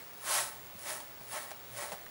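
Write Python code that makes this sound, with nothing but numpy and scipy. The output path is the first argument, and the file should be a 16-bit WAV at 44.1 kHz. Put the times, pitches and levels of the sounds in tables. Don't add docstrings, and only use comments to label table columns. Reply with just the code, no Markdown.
import sys
import numpy as np
from scipy import signal
from scipy.fft import rfft, irfft, next_fast_len
from scipy.io import wavfile
from scipy.ndimage import uniform_filter1d, map_coordinates

SR = 44100
rng = np.random.default_rng(int(sys.argv[2]) if len(sys.argv) > 2 else 0)


def how_loud(loudness_db):
    steps = np.asarray(loudness_db, float) / 20
    return 10 ** steps


def master(y):
    cut = np.clip(np.atleast_2d(y).T, -1, 1)
    pcm = np.round(cut * 32767)
    wavfile.write(sys.argv[1], SR, pcm.astype(np.int16))


N = 92610
TIME = np.arange(N) / SR

# (frequency [Hz], level [dB])
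AIR_TONE = [(25, -19), (55, -10.5), (140, -7.5), (280, -7), (600, -4), (1250, -7), (2500, -11),
            (10500, -21.5), (13500, -38)]
# (frequency [Hz], level [dB], width [Hz])
HUMS = [(87, -77.5, 5.3), (120.6, -68.5, 5.4)]
# (frequency [Hz], level [dB])
WHINES = [(15685.6, -51.5)]
# (frequency [Hz], time to fall 60 dB [s])
ECHO_TIMES = [(300, 0.24), (2000, 0.42), (10000, 0.53)]
CANVAS_PITCHES = [340, 577, 620, 715, 804, 866, 902, 1082, 1296, 1335, 1535, 1745, 1910, 2220]
# (width [Hz], level [dB])
CANVAS_MODES = [(159, -15.5), (25.7, -1.5), (30, -4), (45, -8), (15.4, -2.5), (20, -2.5), (29.8, -6),
                (32.4, -4.5), (37, -5.5), (20, -3.5), (46.7, -7.5), (48, -4.5), (52, -4), (158, -10.5)]
# (frequency [Hz], time to fall 60 dB [s])
DRUM_TONES = [(118, 0.15), (182, 0.033)]
# (time [s], level [dB], length [s], share of the upper drum tone [0-1])
SKIN_PUSHES = [
    (.748, -47, 0.0064, 0.83),
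    (1.2, -49.5, 0.011, .6),
    (1.7, -55.5, 0.085, 0.05),
    (1.918, -51.5, 0.02, 0.84),
]
# (time [s], hiss level [dB], length [s], knock level [dB], knock centre [Hz])
BRISTLE_FLICKS = [
    (1.001, -47, 0.012, -46.5, 900),
    (1.208, -54, 0.0091, -53.5, 700),
    (1.506, -42.5, 0.0055, -57, 1500),
    (1.514, -44, 0.0069, -44, 720),
    (1.917, -43, 0.025, -40, 680),
    (2.062, -48, 0.0029, -48.5, 1800),
]
# (time [s], level [dB])
BRISTLE_TICKS = [
    (.133, -57),
    (.668, -51),
    (.79, -51),
    (1.232, -54),
    (1.328, -50),
]
# (frequency [Hz], level [dB])
TIP_TONE = [(900, -60), (2000, -9.5), (5000, -5), (8000, -3.5), (10400, 1), (11800, -6.5), (13500, -13),
            (15500, -14.5)]
# (frequency [Hz], level [dB])
RUB_TONE = [(180, -64), (330, -15), (1000, 2.5), (2400, 0), (3200, -1.5), (6500, -3.5), (10000, -1),
            (15500, -22)]
# (fastest moment [s], hiss level [dB], speeding up [dB/s], slowing down [dB/s])
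STROKE_SPEEDS = [
    (-.06, -57, 300, 140),
    (0.354, -32.5, 242, 198),
    (.905, -42, 255, 207),
    (1.358, -46, 250, 147),
    (1.812, -45.5, 273, 208),
]
# (time [s], hold [s], level [dB], swell over the hold [dB], release [dB/s])
STROKE_GRIPS = [
    (-.1, 0.09, -49, -3, 137),
    (0.274, 0.11, -39, 2.5, 108),
    (0.86, 0.042, -47, 6, 110),
    (1.335, 0.038, -44, 2, 101),
    (1.773, 0.055, -45.5, 3, 86),
]
# (centre [Hz], lift [dB])
STROKE_SPOTS = [
    (900, -18),
    (1100, 11),
    (700, 1),
    (900, 4.5),
    (650, 4),
]


def unit(x):
    return x / np.sqrt(np.mean(x ** 2) + 1e-20)


def along(points, hz):
    f, v = np.transpose(points)
    return np.interp(np.log(hz + 1), np.log(f + 1), v)


def wobble(rate):
    return map_coordinates(rng.standard_normal(1000), [np.minimum(TIME * rate, 990)])


def filtered(x, response):
    m = next_fast_len(N + SR // 2)
    return irfft(rfft(x, m) * response(np.fft.rfftfreq(m, 1 / SR)), m)[..., :N]


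def toned(x, points):
    return unit(filtered(x, lambda hz: how_loud(along(points, hz))))


def patchy(x, depth_db, size):
    z = signal.stft(np.pad(x, (0, 512)), nperseg=256)[2]
    field = uniform_filter1d(rng.standard_normal(z.shape), 4, 0)
    field = uniform_filter1d(field, size, 1)
    return signal.istft(z * how_loud(depth_db * unit(field)), nperseg=256)[1][:N]


def skin(f):
    total = 0
    for k, (centre, (width, db)) in enumerate(zip(CANVAS_PITCHES, CANVAS_MODES)):
        mode = 1j * f * width / (centre * centre - f * f + 1j * f * width)
        total = total + (-1) ** k * how_loud(db) * mode
    return total


def air():
    air_db, through_canvas_db = -53.5, -69
    mains_hz, mains_db, mains_wobble_db, whine_wobble_db = 59.5, -74, -0.5, .15
    bed = patchy(rng.standard_normal(N), .7, size=25)
    out = how_loud(air_db) * toned(bed, AIR_TONE)
    out += how_loud(through_canvas_db) * unit(filtered(rng.standard_normal(N), skin))
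    for hz, db, width in HUMS:
        hum = filtered(rng.standard_normal(N), lambda f: 1 / (1 + ((f - hz) / width * 2) ** 2))
        out += how_loud(db) * unit(hum)
    mains = np.sqrt(2) * np.sin(2 * np.pi * mains_hz * TIME)
    out += how_loud(mains_db + mains_wobble_db * wobble(4)) * mains
    for hz, db in WHINES:
        whine = np.sqrt(2) * np.sin(2 * np.pi * hz * TIME)
        out += how_loud(db + whine_wobble_db * wobble(6.6)) * whine
    return out


def studio(x):
    hz, t, z = signal.stft(rng.standard_normal(SR // 2), SR, nperseg=256)
    fade = how_loud(-60 * t / along(ECHO_TIMES, hz)[:, None])
    tail = signal.istft(z * fade, SR, nperseg=256)[1]
    late = np.pad(x, (250, 0))
    return signal.fftconvolve(late, tail / np.linalg.norm(tail))[:N]


def rung(force, lean):
    hz = np.arange(20, SR / 2, 5)
    scale = np.sqrt(np.mean(np.abs(skin(hz) * lean(hz)) ** 2))
    return filtered(force, lambda f: skin(f) * lean(f)) / scale


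def drum():
    rise_s = 0.0064
    out = np.zeros(N)
    for s, db, length, upper in SKIN_PUSHES:
        d = np.maximum(TIME - s, 0)
        shares = np.clip([1 - upper, upper], 0, 1)
        for (hz, t60), share in zip(DRUM_TONES, shares):
            ring_out = how_loud(-60 * np.maximum(d - length, 0) / t60)
            shape = np.minimum(d / rise_s, 1) * ring_out
            out += how_loud(db) * np.sqrt(2 * share) * shape * np.sin(2 * np.pi * hz * d)
    return out


def tips():
    tips_per_s, spread_db, snap_share = 6000, 4, .4
    hit = rng.random(N) < tips_per_s / SR
    size = how_loud(spread_db * rng.standard_normal(N)) * rng.choice([-1, 1], N)
    snaps = unit(hit * size)
    return np.sqrt(snap_share) * snaps + np.sqrt(1 - snap_share) * rng.standard_normal(N)


def flick(s, length):
    rise_s = .0007
    d = np.maximum(TIME - s, 0)
    return (1 - np.exp(-d / rise_s)) * np.exp(-(d / length) ** 1.5)


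def peak(x):
    return x / np.sqrt(np.max(uniform_filter1d(x ** 2, 300)))


def flicks():
    knock_lag_s, knock_octaves, ring_share = .001, 0.65, 0.3
    puff = toned(tips(), RUB_TONE)
    out = puff * sum(how_loud(db) * flick(s, length) for s, db, length, *_ in BRISTLE_FLICKS)
    for s, _, length, knock_db, hz in BRISTLE_FLICKS:
        width = hz * knock_octaves
        spot = lambda f: 1j * f * width / (hz * hz - f * f + 1j * f * width)
        force = flick(s + knock_lag_s, length) * rng.standard_normal(N)
        thud = peak(filtered(force, lambda f: spot(f) ** 2))
        ring = peak(rung(force, spot))
        out += how_loud(knock_db) * peak(thud + ring_share * ring)
    return out


def swell(s, rise, fall):
    round_s = 0.072
    d = TIME - s
    away = np.sqrt(d * d + round_s ** 2) - round_s
    return how_loud(-np.where(d < 0, rise, fall) * away)


def grip(s, hold, db, swell_db, release):
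    rise, lift_db, lift_s = 340, 2.5, 0.025
    d = TIME - s
    after = np.maximum(d - hold, 0)
    landing = rise * np.minimum(d, 0)
    holding = swell_db * np.clip(d / hold, 0, 1)
    easing = lift_db * np.minimum(after / lift_s, 1)
    return db + landing + holding - release * after - easing


def brush():
    jerk_db, shake_db, patch_db, tick_s = .7, 0.82, 1.6, 0.0051
    rub_db, rub_grows, spot_octaves = -0.5, 1.28, 0.93
    jerk = how_loud(jerk_db * wobble(60))
    drag = jerk * sum(how_loud(db) * swell(s, up, down) for s, db, up, down in STROKE_SPEEDS)
    drag += sum(how_loud(db) * flick(s, tick_s) for s, db in BRISTLE_TICKS)
    presses = [jerk * how_loud(grip(*row)) for row in STROKE_GRIPS]
    pressure = sum(presses)
    rub = how_loud(rub_db) * pressure * (pressure / how_loud(-41.5)) ** (rub_grows - 1)
    out = drag * toned(patchy(tips(), patch_db, size=7), TIP_TONE)
    out += rub * toned(patchy(tips(), patch_db, size=7), RUB_TONE)
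    force = how_loud(shake_db * wobble(60)) * tips()
    for press, (hz, lift_db) in zip(presses, STROKE_SPOTS):
        near_spot = lambda f: np.exp(-(np.log2((f + 1) / hz) / spot_octaves) ** 2)
        out += rung(press * force, lambda f: how_loud(lift_db * near_spot(f)))
    return out


def scene():
    echo_db = -15.5
    near = brush() + flicks() + drum()
    mono = near + how_loud(echo_db) * studio(near) + air()
    return np.tile(mono, (2, 1))


def band_limit(x):
    return signal.sosfilt(signal.butter(12, 17090, fs=SR, output="sos"), x)


def record(dry):
    self_db, top_hz = -61.5, 15760
    own = how_loud(self_db) * rng.standard_normal(N)
    mix = filtered(dry + own, lambda hz: hz < top_hz)
    return band_limit(mix)


dry = scene()
out = record(dry)
master(out)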